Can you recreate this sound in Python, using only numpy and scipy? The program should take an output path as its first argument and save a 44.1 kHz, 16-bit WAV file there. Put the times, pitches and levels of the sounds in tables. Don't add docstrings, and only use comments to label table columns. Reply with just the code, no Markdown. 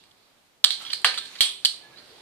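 import sys
import numpy as np
from scipy import signal
from scipy.fft import rfft, irfft
from scipy.io import wavfile
from scipy.ndimage import uniform_filter1d

SR = 44100
rng = np.random.default_rng(int(sys.argv[2]) if len(sys.argv) > 2 else 0)


def bounce(signal):
    frames = np.transpose(np.atleast_2d(signal))
    limited = np.clip(frames, -1, 1)
    pcm = np.round(limited * 32767).astype(np.int16)
    wavfile.write(sys.argv[1], SR, pcm)


N = 97725


def undb(db):
    return 10 ** (np.asarray(db) / 20)


def rms(x):
    return np.sqrt(np.mean(x ** 2))


def unit(x):
    return x / rms(x)


def band(x, hz, octaves):
    edges = [hz * 2 ** (-octaves / 2), hz * 2 ** (octaves / 2)]
    edges = np.clip(edges, 10, 0.45 * SR)
    return signal.sosfilt(signal.butter(2, edges, "band", fs=SR, output="sos"), x)


def alike(size, likeness):
    mid, side = rng.standard_normal((2, size))
    opposite = np.array([[1], [-1]])
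    return np.sqrt((1 + likeness) / 2) * mid + np.sqrt((1 - likeness) / 2) * side * opposite


def walk(rate):
    hold = int(SR / rate)
    steps = np.repeat(rng.standard_normal(N // hold + 1), hold)
    smooth = uniform_filter1d(uniform_filter1d(steps, hold), hold)
    return unit(smooth[:N])


def causal(power):
    cepstrum = irfft(np.log(power) / 2)
    half = len(cepstrum) // 2
    cepstrum[1:half] *= 2
    cepstrum[half + 1:] = 0
    return irfft(np.exp(rfft(cepstrum)))


# frequency in Hz, relative density in dB per Hz.
RUSTLE_SPECTRUM = [(30, -25.5), (100, -11), (300, -7), (1000, -7.5), (2000, -10.5), (4200, -10.5),
                   (6500, -16), (8200, -12), (11000, -20), (15000, -26)]
# time in seconds, bass offset in dB, treble offset in dB.
RUSTLE_SWELL = [(0.0, -58.5, -63.5), (0.47, -65.5, -69), (0.69, -67, -76), (0.81, -51, -45.5),
                (1.04, -51.5, -55), (1.19, -51.5, -53.5), (1.33, -54.5, -48.5), (1.46, -58.5, -47.5),
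                (1.57, -59.5, -57.5), (1.75, -55, -57), (2.03, -51.5, -55), (2.21, -52, -54)]
RUSTLE_DB, RUSTLE_SPLIT_HZ = -33.5, 1100
FLICKER_DB, FLICKER_RATE_HZ = 2, 12.23
ALIKE_HZ = 463


def background():
    t, out = np.arange(N) / SR, 0
    s, bass_db, treble_db = np.array(RUSTLE_SWELL).T
    spectrum_hz, density_db = np.array(RUSTLE_SPECTRUM).T
    for hz in 35 * 2 ** np.arange(0, 9, 0.5):
        swell_db = np.interp(t, s, bass_db if hz < RUSTLE_SPLIT_HZ else treble_db)
        band_db = np.interp(np.log(hz), np.log(spectrum_hz), density_db) + 10 * np.log10(hz)
        flicker_db = FLICKER_DB * walk(FLICKER_RATE_HZ)
        noise = unit(band(alike(N, np.exp(-hz / ALIKE_HZ / 2)), hz, 0.48))
        out = out + undb(band_db + RUSTLE_DB + swell_db + flicker_db) * noise
    return out


# start in seconds, length in seconds up to the end
# of the full level, mean pitch in Hz, rms level in dB before the flutter.
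SLIDE_TONES = [(0.809, 0.016, 1330, -48), (0.839, 0.014, 1310, -50), (1.825, 0.127, 1708, -62),
               (1.958, 0.035, 4100, -63)]
WAVER, WAVER_RATE_HZ = 0.025, 60
FLUTTER_DB, FLUTTER_RATE_HZ, EDGE_S = 4.0, 48.6, 0.004


def tones():
    t, out = np.arange(N) / SR, 0
    for s, length, hz, db in SLIDE_TONES:
        edge = np.clip(np.minimum(t - s, s + length + EDGE_S - t) / EDGE_S, 0, 1)
        pitch = hz * (1 + WAVER * walk(WAVER_RATE_HZ))
        sine = np.sqrt(2) * np.sin(2 * np.pi * np.cumsum(pitch) / SR)
        out = out + undb(db + FLUTTER_DB * walk(FLUTTER_RATE_HZ)) * edge * sine
    return out


# centre in seconds, peak in dB
THUMP_ROWS = [(1.049, -36), (1.407, -34.5)]
THUMP_S, THUMP_LEFT_DB = 0.0012, -8


def thumps():
    t = np.arange(N) / SR
    pulses = sum(-undb(db) * np.exp(-((t - s) / THUMP_S) ** 2) for s, db in THUMP_ROWS)
    return pulses * undb([[THUMP_LEFT_DB], [0]])


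# band centre in Hz, decay time t60 in seconds,
# relative density in dB per Hz, left-right likeness from 0 to 1.
ROOM_BANDS = [(340, 0.42, 9, 0.75), (724, 0.34, -0.5, 0.5), (1456, 0.27, -0.5, 0.28), (2760, 0.4, -1.5, 0),
              (4730, 0.31, 0, 0.07), (8500, .3, 3, 0.55), (13000, 0.073, 11, 0.4)]
ROOM_DELAY_S = 0.0028


def echoes():
    t, tail = np.arange(SR // 2) / SR, 0
    for hz, t60, db, likeness in ROOM_BANDS:
        decay = undb(db - 60 * t / t60) * (t > ROOM_DELAY_S)
        noise = unit(band(alike(len(t), likeness), hz, 0.97))
        tail = tail + decay * noise * np.sqrt(hz)
    return tail


def favour(modes, centre_hz, spread_oct):
    octaves = np.log2(np.array(modes)[:, 0] / centre_hz)
    return np.maximum(-6 * (octaves / spread_oct) ** 2, OFF_PITCH_DB)


# frequency in Hz, relative gain in dB, decay time t60 of
# the free ring in seconds.
TRAY = [(388, -4.5, 0.68), (740, 3, 0.052), (1165, 7, 0.067), (1321, 3, 0.22), (1583, 2, 0.38),
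        (1758, 0, 0.34), (1878, 2.5, 0.14), (2145, 2, 0.22), (2448, 7.5, 0.15), (2880, 7, 0.067)]
TUBE = [(3062, 11, 0.16), (3005, -7, 0.66), (3315, 11, 0.23), (3590, -1, 0.63), (3757, 6.5, 0.32),
        (4240, -18, 0.52), (4150, 2.5, 0.56), (4198, 13.5, 0.2), (4280, 2, 0.16), (4386, 9, 0.14),
        (4750, 15.5, 0.13), (5520, 12.5, 0.083), (6204, 8.5, 0.11), (6720, 2.5, 0.098)]
TREBLE = [(7200, 12, 0.1), (8400, 6.5, 0.36), (8100, 12, 0.42), (8600, 5.5, 0.36), (8840, 10.5, 0.13),
          (10100, -14.5, 0.75), (9820, 7.5, .35), (10390, 7, 0.14), (11390, 5.5, 0.15), (12700, -23, 0.3),
          (12860, 6, 0.22), (13700, 0, .12)]
TRAY_SPREAD_OCT, MID_SPREAD_OCT, TREBLE_SPREAD_OCT, OFF_PITCH_DB = 0.37, 0.25, 0.37, -8.5
PRESSED_WIDTH_HZ, BASS_CUT_HZ = 220, 630
CRACK_DB, CRACK_HZ = -23, 7050
TUBES, DETUNE, SCATTER_DB = 3, 0.00515, 4.5
CONTACTS_PER_S, CONTACT_SCATTER_DB = 2200, 3.0
RISE_S, STOP_T60_S = 0.00052, 0.0095


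def pressed_response(hz, gain_db, treble_db):
    f = np.fft.rfftfreq(4096, 1 / SR)
    shapes = 1 / (1 + ((f[:, None] - hz) / PRESSED_WIDTH_HZ) ** 2) ** 2
    peaks = (undb(gain_db) ** 2 * shapes).sum(axis=1)
    crack = undb(CRACK_DB + treble_db) ** 2 / (1 + (f / CRACK_HZ) ** 4)
    bass_cut = f ** 4 / (f ** 4 + BASS_CUT_HZ ** 4) + 1e-5
    return causal((peaks + crack) * bass_cut)[:2048]


def free_ring(hz, gain_db, t60, size):
    hz, gain_db, t60 = (np.repeat(v, TUBES) for v in (hz, gain_db, t60))
    detune, scatter, sign = rng.standard_normal((3, len(hz)))
    pole = (2j * np.pi * hz * (1 + DETUNE * detune) - np.log(1000) / t60) / SR
    amplitude = undb(gain_db + SCATTER_DB * scatter) * np.sign(sign)
    starts = amplitude[:, None] * np.exp(np.outer(pole, 128 * np.arange(size // 128 + 1)))
    steps = np.exp(np.outer(pole, np.arange(128)))
    return (starts.T @ steps).imag.ravel()[:size]


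def chatter(length_s):
    count = min(max(int(length_s * CONTACTS_PER_S), 1), 64)
    jitter, sign, strength = rng.standard_normal((3, count))
    order = np.arange(count)
    when = (order + np.abs(np.tanh(jitter)) * (order > 0)) / CONTACTS_PER_S
    contacts = np.zeros(SR // 20)
    np.add.at(contacts, (when * SR).astype(int), np.sign(sign) * undb(CONTACT_SCATTER_DB * strength))
    return contacts


def knock(room, db, length_s, echo_db, ring_db, tray_db, tray_hz, mid_hz, treble_db, treble_hz):
    t = np.arange(SR // 2) / SR
    hz, gain_db, t60 = np.concatenate([TRAY, TUBE, TREBLE]).T
    gain_db = gain_db + np.concatenate([
        tray_db + favour(TRAY, tray_hz, TRAY_SPREAD_OCT),
        favour(TUBE, mid_hz, MID_SPREAD_OCT),
        treble_db + favour(TREBLE, treble_hz, TREBLE_SPREAD_OCT)])
    pressed = pressed_response(hz, gain_db, treble_db)
    ring = free_ring(hz, gain_db, t60, len(t))
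    hit = signal.fftconvolve(pressed, chatter(length_s))
    hit = np.pad(hit, (0, len(t)))[:len(t)]
    stop_db = -60 * np.maximum(t - length_s, 0) / STOP_T60_S
    hit = hit * np.minimum(t / RISE_S, 1) * undb(stop_db)
    echo = signal.fftconvolve(pressed[None], room, axes=1)[:, :len(t)]
    early = int(length_s * SR) + 40
    later = slice(early, early + SR // 20)
    ring = undb(ring_db) * ring / rms(ring[later])
    echo = undb(echo_db) * echo / rms(echo[:, later])
    return undb(db - 8) * (hit / rms(hit[:early]) + ring + echo)


# start in seconds, nominal chatter peak in dB (8 dB above its rms), chatter length
# in seconds, echo in dB and free ring in dB (rms just after the chatter, relative to the chatter's rms),
# tray gain in dB, favoured tray pitch in Hz, favoured tube pitch in Hz, treble gain in dB, favoured
# treble pitch in Hz.
KNOCK_ROWS = [(0.038, -47.5, 0.002, -14, -16.5, 5, 2200, 3770, -0.5, 8000),
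              (0.109, -52.5, 0.0078, -18, -28, -11, 1570, 3300, -3, 8060),
              (.6410, -4, 0.0065, -23.5, -31, -15, 1220, 3680, -10, 7900),
              (0.6435, -6.5, 0.0047, -15, -26, -0.5, 1470, 3580, -4.5, 8200),
              (0.7054, -14, 0.002, -12.5, -17, -6.5, 2140, 3840, -10, 8900),
              (.712, -36, .003, -19, -29, -6, 2150, 3880, 6, 8860),
              (0.733, -38, 0.0066, -1.5, -9, -13, 2160, 4050, -3, 8600),
              (0.816, -38.5, 0.017, -8.5, -15, 4, 895, 3390, 4, 8200),
              (0.851, -28, 0.00085, -31, -13, -10, 2400, 3280, -16, 8260),
              (0.8654, -31.5, 0.0011, -11, -8.5, -1.5, 2380, 3150, -27, 8200),
              (.899, -33, 0.0041, -4.5, -37, 2.5, 1870, 3000, -20, 8200),
              (0.903, -28, 0.0058, -34, -15, -21, 2100, 3140, -24, 8260),
              (0.915, -40.5, 0.0057, 1.5, -28, -31, 2100, 3150, -4, 8450),
              (0.93, -18.5, 0.0077, -11.5, -32, -3, 2020, 4420, -7, 9100),
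              (0.943, -29, 0.0017, -36, -15, -11, 2000, 4400, -3, 8500),
              (1.0164, -35.5, 0.0036, -15, -18, -3, 2000, 4030, 9, 8400),
              (1.045, -4.5, 0.00276, -14, -23.5, 12, 1660, 3140, -4.5, 9100),
              (1.049, -11.5, 0.004, -8, -23.5, 4.5, 1480, 4120, -11.5, 8600),
              (1.142, -23.5, 0.0013, -10.5, -25, 5, 2100, 2970, -6, 8400),
              (1.1752, -23.5, 0.015, -13, -12.5, -1, 1490, 3760, -6.5, 8300),
              (1.2524, -36, 0.0086, -7, -31, -3, 2000, 3800, -7, 8400),
              (1.3536, -37, 0.012, -33, -16, 4, 1880, 3730, -16, 8700),
              (1.384, -41, 0.0088, -4, -23, -23, 2160, 3840, -12, 8400),
              (1.4072, -3.5, 0.00117, -12, -21, -2.5, 2310, 3525, -4, 9900),
              (1.4108, -14, 0.0042, -14, -4.5, -32, 2540, 3300, -1.5, 8000),
              (1.649, -5.5, 0.0017, -16, -29, -6.5, 1850, 4320, -4.5, 8900),
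              (1.652, -10, 0.0066, -17, -21, -13, 2100, 2820, -4, 9000),
              (1.972, -54, 0.027, -1.5, -3, 7, 1600, 4340, -40, 8200)]


def glass():
    out, room = np.zeros((2, N + SR)), echoes()
    for s, *row in KNOCK_ROWS:
        sound = knock(room, *row)
        start = int(s * SR)
        out[:, start:start + sound.shape[1]] += sound
    return out[:, :N]


def scene():
    return background() + tones() + thumps() + glass()


RIGHT_HZ, RIGHT_Q, RIGHT_TOP_HZ = 4110, 2.74, 6940
RIGHT_DB, RIGHT_LAG_S = 2, 0.00001
HISS_DB, HISS_TILT = -65, 0.67
CEILING, TOP_HZ = 0.99, 15000


def record(dry):
    f = np.fft.rfftfreq(2 * N, 1 / SR)
    lag = np.exp(-2j * np.pi * f * RIGHT_LAG_S)
    resonance = 1 / (1 - (f / RIGHT_HZ) ** 2 + 1j * f / RIGHT_HZ / RIGHT_Q)
    treble_loss = 1 / (1 + 1j * f / RIGHT_TOP_HZ)
    capsule = undb(RIGHT_DB) * lag * resonance * treble_loss
    right = irfft(rfft(dry[1], 2 * N) * capsule, 2 * N)[:N]
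    hiss = signal.lfilter([1], [1, -HISS_TILT], rng.standard_normal((2, N)))
    x = np.array([dry[0], right]) + undb(HISS_DB) * unit(hiss)
    x = np.clip(x, -CEILING, CEILING)
    return signal.sosfilt(signal.ellip(10, 0.2, 60, TOP_HZ, fs=SR, output="sos"), x)


dry = scene()
out = record(dry)
bounce(out)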